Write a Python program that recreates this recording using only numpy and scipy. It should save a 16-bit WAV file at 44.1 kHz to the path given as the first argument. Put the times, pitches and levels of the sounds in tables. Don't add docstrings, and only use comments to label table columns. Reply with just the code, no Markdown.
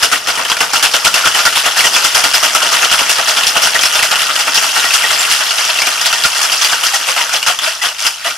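import sys
import numpy as np
from scipy import signal
from scipy.fft import rfft, irfft
from scipy.io import wavfile
from scipy.ndimage import uniform_filter1d

SR = 44100
rng = np.random.default_rng(int(sys.argv[2]) if len(sys.argv) > 2 else 0)


def store_pcm(level_fs):
    pcm = np.round(np.clip(level_fs, -1, 1) * 32767).astype(np.int16)
    wavfile.write(sys.argv[1], SR, np.atleast_2d(pcm).T)


N = 369116
TIME = np.arange(N) / SR

# (time [s], time to full force [s], relative level [dB], treble over bass [dB])
SLAMS = [(0.024, 0.011, -10.5, 7.5), (0.114, 0.017, -10.5, 1), (0.281, 0.0084, -10, -1),
         (0.373, 0.015, -15.5, -5), (0.495, 0.014, -19, 2), (0.601, 0.016, -11, -5), (0.73, 0.019, -11, -1),
         (0.824, 0.012, -5, 1.5), (0.935, 0.012, -7.5, -1.5), (1.045, 0.011, -6.0, -1),
         (1.136, 0.023, -10, -2.5), (1.242, 0.018, -11, -3), (1.343, 0.024, -9.5, -2),
         (1.451, 0.0092, -6.0, -1.5), (1.552, 0.018, -10.5, 3.5), (1.653, 0.011, -7, -5.5),
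         (1.761, 0.022, -8.5, -0.5), (1.838, 0.013, -7, -2), (1.927, 0.024, -11, 1), (2.04, 0.011, -6, 1.5),
         (2.144, 0.02, -8, 0), (2.236, 0.015, -9, -1), (2.335, 0.014, -7.5, 2.5), (2.426, 0.017, -8, -1.5),
         (2.547, 0.0073, -5.5, -0.5), (2.607, 0.024, -13.5, -3), (2.713, 0.022, -9, 0),
         (2.812, 0.016, -9, -4), (2.912, 0.014, -10.0, 4), (2.987, 0.016, -12, -2),
         (3.091, 0.013, -11.5, 9), (3.177, 0.012, -11.0, -7), (3.275, 0.014, -9.5, 1),
         (3.36, 0.03, -16, -1), (3.463, 0.013, -14, 10), (3.551, 0.011, -10.5, -7),
         (3.614, 0.022, -10.5, 3), (3.74, 0.011, -9.5, -3), (3.808, 0.025, -16, 9),
         (3.921, 0.031, -13.5, 1), (4.024, 0.014, -10.0, 2), (4.109, 0.011, -10, -5.5),
         (4.18, 0.021, -13.0, 0), (4.285, 0.012, -16, -8), (4.35, 0.0078, -12, 2.5), (4.387, 0.012, -12, 2),
         (4.469, 0.0079, -10.5, -9), (4.541, 0.017, -9.5, 2.5), (4.619, 0.016, -11.5, 1),
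         (4.749, 0.02, -10, -1), (4.839, 0.009, -10.5, -4), (4.935, 0.0087, -6, 5),
         (5.029, 0.011, -13.0, -8), (5.098, 0.02, -12.5, -1), (5.191, 0.023, -12.5, 0.5),
         (5.297, 0.02, -14, 11), (5.399, 0.0081, -11.5, -9), (5.578, 0.016, -15, -5),
         (5.685, 0.007, -12, -3), (5.775, 0.03, -26, 6), (5.864, 0.0085, -10, -2), (6.056, 0.0064, -9.5, 4),
         (6.124, 0.0075, -12, -5), (6.235, 0.013, -9.5, 2), (6.342, 0.029, -15.5, -1),
         (6.412, 0.018, -12, 3), (6.515, 0.016, -12.0, 0), (6.609, 0.026, -12.5, 3.5),
         (6.714, 0.013, -11.5, -4), (6.83, 0.019, -13, 4.5), (6.935, 0.012, -9.5, 0.5),
         (7.069, 0.019, -11, -2), (7.158, 0.029, -12, -4.5), (7.32, 0.016, -11, -3.5),
         (7.462, 0.018, -7, -3.5), (7.614, 0.036, -14, -2), (7.815, 0.024, -11.5, -3.5),
         (7.982, 0.038, -18, 3), (8.047, 0.012, -10.5, -3.5), (8.242, 0.023, -13.5, -2.5)]
# (frequency [Hz], width [Hz], lift in power over the broad colour [dB])
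TIN_MODES = [(282, 31, 8), (401.5, 11, 7), (470, 9.1, 1.5), (626, 10, 2.5), (666, 40, 2.5), (838, 51, -1),
             (1380, 160, 2), (1401, 30, 4), (1466, 40, 0), (1890, 24, 4), (2732, 97, 5.5), (2910, 140, 5),
             (3250, 51, 5), (3390, 104, 4.5), (4900, 380, 1.5), (6000, 250, 1)]


def from_db(db):
    return 10 ** (np.asarray(db) / 20)


def at_hz(points, hz):
    f, value = np.transpose(points)
    return np.interp(np.log(np.maximum(hz, 1)), np.log(f), value)


def at_time(points):
    return np.interp(TIME, *np.transpose(points))


def band(x, low, high):
    sos = signal.butter(2, [low, high], "band", fs=SR, output="sos")
    return signal.sosfilt(sos, x + 1e-18)


def add(track, s, sound):
    start = int(np.clip(s * SR, 0, N - 1))
    track[..., start:start + sound.shape[-1]] += sound[..., :N - start]


def shaped(x, spectrum, modes=(), size=8192):
    hz = np.arange(size // 2 + 1) * SR / size
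    lift = 1
    for f, width, db in modes:
        lift = lift + (from_db(db) ** 2 - 1) / (1 + (2 * (hz - f) / width) ** 2)
    magnitude = from_db(at_hz(spectrum, hz)) * np.sqrt(np.maximum(lift, .1))
    cepstrum = irfft(np.log(magnitude))
    cepstrum[1:size // 2] *= 2
    cepstrum[size // 2 + 1:] = 0
    impulse = irfft(np.exp(rfft(cepstrum)))
    return signal.oaconvolve(x, impulse)[:N]


def swell(t, rise_s, attack=1, fall=1):
    u = t / max(rise_s, 1e-3)
    return (u * np.exp((1 - u ** fall) / fall)) ** attack


def tone(hz, rise_s, glide=0):
    t = TIME[:SR // 6]
    return swell(t, rise_s) * np.sin(2 * np.pi * hz * (t + glide * t ** 2 / 2))


def partials(hz, spread, t, count):
    detune = spread * np.linspace(-1, 1, count) * rng.uniform(0.3, 1, count)
    cycles = np.outer(hz * (1 + detune), t) + rng.random()
    return np.sin(2 * np.pi * cycles).sum(axis=0) * np.sqrt(2 / count)


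def room_noise(level_db):
    return from_db(level_db) * band(rng.standard_normal((2, N)), 23, 210)


def pack_power(attack, fall):
    # (time [s], relative level [dB])
    tumble_levels = [(0.0, -18), (0.22, -26), (0.33, -20.5), (0.69, -21.5), (1.3, -18.5), (3.0, -16.5),
                     (4.0, -19), (5.0, -15), (6.9, -17.5), (7.4, -22), (7.95, -28), (8.37, -26)]
    lift_db, lead_s, lift_s = 1, 0.028, np.pi * 0.014
    lift, slams = np.zeros(N), np.zeros((2, N))
    for s, rise_s, db, tilt_db in SLAMS:
        gains = from_db([db - tilt_db / 2, db + tilt_db / 2])
        force = swell(TIME[:SR // 4], rise_s, attack, fall)
        add(slams, s, np.outer(gains, force) ** 2)
        add(lift, s - lead_s, np.hanning(int(lift_s * SR)))
    tumbling = from_db(at_time(tumble_levels) + lift_db * lift) ** 2
    return slams + tumbling


def contacts(per_s, spread_db, contact_s, share_s, grit):
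    strength = from_db(spread_db * rng.standard_normal(N)) ** 2
    hits = (rng.random(N) < per_s / SR) * strength
    keep = np.exp(-1 / (contact_s * SR))
    power = signal.lfilter([1 - keep], [1, -keep], hits + 1e-9)
    power /= np.maximum(uniform_filter1d(power, int(share_s * SR)), 1e-9)
    return (power + grit) / (1 + grit)


def strike_points(spread_db, hold_s):
    draws = rng.standard_normal(N // 32)
    gain = from_db(spread_db * np.clip(draws, -2, 2))
    gain = gain / np.sqrt(np.mean(gain ** 2))
    return np.interp(TIME / hold_s, np.arange(len(gain)), gain)


def excitation(pack, cracks, grain, treble_hz, hardening):
    register_hz = [1000, 4500]
    edges = np.r_[40, np.geomspace(450, 19000, 16)]
    white = rng.standard_normal((2, 2, N))
    drive = 0
    crunch = pack[-1]
    hardness = np.minimum(crunch / crunch.mean(), 4) ** hardening
    for k, (low, high) in enumerate(zip(edges, edges[1:])):
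        hz = np.sqrt(low * high)
        treble = hz > treble_hz
        shares = np.array([at_hz(list(zip(register_hz, row)), hz) for row in np.eye(len(register_hz))])
        power = shares @ pack * grain * (hardness if treble else 1) + cracks
        spots = strike_points(spread_db=1.5 if treble else 3.2, hold_s=.007)
        drive = drive + band(np.sqrt(power) * spots * white[k % 2], low, high)
    return drive


def with_bass(x, bass_hz):
    # (time [s], gain of the bass [dB])
    bass_levels = [(0, 10), (1.5, 4.5), (3.5, 6.5), (5.5, 1), (6.8, 0.5), (8.3, -7.5)]
    bass = signal.sosfilt(signal.butter(1, bass_hz, fs=SR, output="sos"), x)
    return x + bass * (from_db(at_time(bass_levels)) - 1)


def tin(drive, count=3):
    # (frequency [Hz], level [dB])
    steel_colour = [(40, -30), (75, -31), (130, -25), (200, -24), (340, -20), (520, -8.5), (720, -3),
                    (1100, 1), (1350, 3.5), (2200, 0.5), (3100, 2), (3900, -2), (5300, 3), (7800, -6),
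                    (10800, -7.5), (13500, -17), (15500, -35.5)]
    swing, hold_s = 0.012, 0.08
    load = rng.integers(0, count, N // 64)[(TIME / hold_s).astype(int)]
    out = 0
    for k, shift in enumerate(1 + swing * np.linspace(-1, 1, count)):
        modes = [(hz * shift, width, db) for hz, width, db in TIN_MODES]
        out = out + np.array([shaped(d * (load == k), steel_colour, modes) for d in drive])
    return out


def shaker(pack_db, knock_db):
    # (time [s], relative level [dB], ring [Hz])
    loud_knocks = [(0.0315, 0.5, 2920), (0.0462, -11, 3100), (0.1275, -1, 9130), (0.272, -6, 5160),
                   (0.2935, -11, 1410), (0.3015, -8, 2900), (0.338, -14, 4940), (0.354, -10, 3030),
                   (0.4506, -6, 3070), (0.4987, -3, 5010), (0.5173, -1.5, 3250), (0.568, -8, 2350),
                   (0.59, -14, 5700), (0.6053, 0.5, 2890), (0.7338, -0.5, 9100), (0.7574, -5.5, 1380),
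                   (0.8282, -15, 2800), (0.9283, -15, 3080), (0.9451, -5, 3060), (1.0497, 0.5, 3100),
                   (1.0702, 0.5, 1370), (1.1415, 3, 2710), (1.2576, -0.5, 3320), (1.2723, 2.5, 1436),
                   (1.3478, -5.5, 3110), (1.405, -5, 1400), (1.4536, -5, 1390), (1.4752, -1.5, 1415),
                   (1.527, -9, 2900), (1.5581, -4, 3480), (1.6424, -10, 2610), (1.8076, -3.5, 2220),
                   (1.8688, -1, 2960), (1.9631, 1.5, 2580), (2.149, -1, 3170), (2.241, -2.5, 4580),
                   (2.3375, -6, 4940), (2.429, -6, 1300), (2.5475, -9, 1330), (2.6255, -5, 3100),
                   (2.6657, -4, 2970), (2.847, -4, 3020), (2.9158, -8, 1410), (2.9435, -3, 1440),
                   (2.9916, -2, 2800), (3.0944, -1, 2750), (3.3687, -2.5, 3310), (3.3833, -5, 3340),
                   (3.4351, -3, 2630), (3.4682, 1, 5830), (3.5694, -0.5, 2790), (3.6716, -1, 1470),
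                   (3.7595, -7, 2010), (3.791, -3, 3200), (3.811, -6, 5800), (3.8345, 1, 5180),
                   (3.8542, 1.5, 5270), (3.9542, -2, 3380), (3.9929, -3.5, 2770), (4.0308, -5, 2110),
                   (4.116, -4, 2780), (4.1568, -2.5, 2880), (4.2178, -4.5, 2940), (4.575, -1, 5460),
                   (4.9068, -3.5, 2630), (5.1055, -6, 3270), (5.3125, -4, 2800), (5.508, -4, 2900),
                   (5.6497, -6, 5500), (5.787, -5, 2730), (5.819, -1, 2225), (6.0133, -3, 4880),
                   (6.1275, -1, 2830), (6.2522, -8, 1450), (6.5202, -4, 4830), (6.6145, -4, 3370),
                   (6.6466, 0, 4720), (6.7323, -5, 1590), (6.8358, -4, 3030), (6.8672, -5.5, 4880),
                   (7.164, -8, 2850), (7.2115, -8, 1940), (7.294, -9, 1385), (7.339, -7, 5200),
                   (7.3641, -5.5, 3300), (7.428, -5, 2890), (7.5891, -6.5, 3280), (7.678, -11, 1400),
                   (7.8556, -6.5, 3120), (8.0663, 0.5, 4990)]
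    pack = from_db(pack_db) ** 2 * pack_power(attack=0.32, fall=1.735)
    grain = contacts(per_s=600, spread_db=2.0, contact_s=0.00038, share_s=0.0129, grit=1.0)
    singing = clinks(level_db=12, light_db=-15, scatter_db=8.5, rise_s=0.0053, above_hz=1100, detune=0.049)
    hollow = gurgles(gulp_db=10, gulp_rise_s=0.0068, level_db=-16.5, low_hz=560, high_hz=1030,
                     rise_s=0.0048, glide=2.9)
    cracks, rings = knocks(list(loud_knocks) + strays(pack[-1]), crack_s=0.00048, chip_s=0.006,
                           chip_db=-6.0, ring_t60=0.06, ring_db=-7.0, spread=0.0534)
    cracks = from_db(knock_db) ** 2 * cracks
    drive = excitation(pack, cracks, grain, treble_hz=7000, hardening=0.1)
    mid, side = tin(with_bass(drive, bass_hz=460))
    return np.array([mid + rings + singing + hollow, side])


def kitchen(x, wet_db, first_s):
    # (frequency [Hz], time to fall by 60 dB [s])
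    decay_times = [(200, 0.46), (1400, 0.17), (5000, 0.17), (14000, 0.44)]
    t, edges = TIME[:SR // 2], np.geomspace(60, 18000, 9)
    tail = 0
    for low, high in zip(edges, edges[1:]):
        t60 = at_hz(decay_times, np.sqrt(low * high))
        tail = tail + band(rng.standard_normal((2, len(t))), low, high) * from_db(-60 * t / t60)
    tail = tail * np.clip(t / first_s - 1, 0, 1)
    tail /= np.sqrt(np.sum(tail ** 2, axis=1, keepdims=True))
    return from_db(wet_db) * signal.oaconvolve(x, tail, axes=1)[:, :N]


def clinks(level_db, light_db, scatter_db, rise_s, above_hz, detune, count=2):
    # (time [s], relative level [dB], pitch [Hz])
    clear_clinks = [(1.237, -19.5, 1396), (1.465, -15.5, 1397), (1.838, -20, 1905), (1.948, -19, 3410),
                    (2.34, -17, 5060), (2.547, -16.5, 1323), (3.753, -18.5, 1886), (4.851, -24, 1915),
                    (5.039, -20.5, 1893), (5.186, -23, 7350), (6.158, -27, 1850), (6.243, -17, 1396),
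                    (6.938, -24, 1900), (7.814, -26, 1970), (8.266, -25.5, 1950)]
    out = np.zeros(N)
    pitches = [hz for hz, *_ in TIN_MODES if hz > above_hz]
    for s, db, hz in clear_clinks:
        add(out, s, from_db(db + level_db) * tone(hz, rise_s))
    for (s, slam_s, db, _), draws in zip(SLAMS, rng.random((len(SLAMS), count, 4))):
        for late, mode, force, load in draws:
            hz = pitches[int(mode * len(pitches))] * (1 + detune * (load - .5))
            gain = from_db(db + light_db + scatter_db * (2 * force - 1))
            add(out, s + 2 * late * slam_s, gain * tone(hz, rise_s))
    return out


def gurgles(gulp_db, gulp_rise_s, level_db, low_hz, high_hz, rise_s, glide, count=3):
    # (time [s], relative level [dB], starting pitch [Hz], glide [share of the pitch per s])
    late_gulps = [(6.935, -27, 823, -1), (7.09, -33, 540, -3.5), (7.161, -31, 722, -1.5),
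                  (7.196, -26, 1003, -3), (7.497, -26, 735, -0.5), (7.672, -29.5, 613, 5.5),
                  (7.83, -32, 725, -0.5), (8.252, -28, 665, 1.5)]
    out = np.zeros(N)
    for s, db, hz, slide in late_gulps:
        add(out, s, from_db(db + gulp_db) * tone(hz, gulp_rise_s, slide))
    for (s, slam_s, db, tilt_db), draws in zip(SLAMS, rng.random((len(SLAMS), count, 3))):
        gain = from_db(db - tilt_db / 2 + level_db)
        for late, size, squeeze in draws:
            hz = low_hz * (high_hz / low_hz) ** size
            pocket = tone(hz, rise_s, glide * (2 * squeeze - 1))
            add(out, s + 2 * late * slam_s, gain * pocket)
    return out


def knocks(rows, crack_s, chip_s, chip_db, ring_t60, ring_db, spread):
    ring_limit_hz = 7200
    power, rings, t = np.zeros(N), np.zeros(N), TIME[:SR // 10]
    for s, db, hz in rows:
        chips = from_db(chip_db) ** 2 * np.exp(-t / chip_s)
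        add(power, s, from_db(db) ** 2 * (np.exp(-t / crack_s) + chips))
        gain = from_db(db + ring_db - 60 * t / ring_t60) / (1 + (hz / ring_limit_hz) ** 6)
        add(rings, s, gain * partials(hz, spread, t, count=3))
    return power, rings


def strays(crunch, size=160):
    per_s, over_pack_db, scatter_db = 7.0, 1.5, 0.5
    low_hz, high_hz = 2195, 6070
    rows = []
    for when, chance, force, spot in rng.random((size, 4)):
        if chance < per_s * N / SR / size:
            pack_db = 10 * np.log10(crunch[int(when * N)])
            db = pack_db + over_pack_db + scatter_db * (2 * force - 1)
            rows.append((when * N / SR, db, low_hz * (high_hz / low_hz) ** spot))
    return rows


def low_bumps(length_s, level_db):
    # (time [s], relative level [dB])
    bump_levels = [(1.049, -34), (1.139, -27), (2.038, -32), (2.439, -13), (3.669, -28), (4.939, -40),
                   (6.129, -26), (6.249, -3)]
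    envelope = np.zeros(N)
    for s, db in bump_levels:
        add(envelope, s, from_db(db + level_db) * swell(TIME[:SR // 10], length_s))
    return band(envelope * rng.standard_normal(N), 35, 184)


def scene():
    # (frequency [Hz], gain of the side signal [dB])
    side_gain = [(100, -4), (350, -6.5), (700, -7.5), (1400, -8), (2400, -6), (5500, -7), (7800, -1.5),
                 (10500, -1), (13000, 3.3), (15000, 10)]
    # (frequency [Hz], left minus right [dB])
    left_lean = [(100, 4.5), (550, 2.5), (900, 0.9), (1800, 0.9), (2300, 2.5), (4000, 1.1), (6000, 1.5),
                 (10300, -0.9), (13000, 1.2)]
    dry_shaker = shaker(pack_db=3.0, knock_db=1.5)
    mid, side = dry_shaker + kitchen(dry_shaker, wet_db=-9.5, first_s=0.0022)
    mid = mid + low_bumps(length_s=0.003, level_db=-6.0)
    side = shaped(side, side_gain)
    left = shaped(mid + side, [(hz, db / 2) for hz, db in left_lean])
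    right = shaped(mid - side, [(hz, -db / 2) for hz, db in left_lean])
    return np.array([left, right]) + room_noise(level_db=-34)


def rounded_peaks(x, top, knee):
    return x / (1 + np.abs(x / top) ** knee) ** (1 / knee)


def record(dry):
    cutoff_hz = 15600
    top_cut = signal.ellip(10, .1, 70, cutoff_hz, fs=SR, output="sos")
    return signal.sosfilt(top_cut, rounded_peaks(dry, top=1.12, knee=2.19))


dry = scene()
out = record(dry)
store_pcm(out)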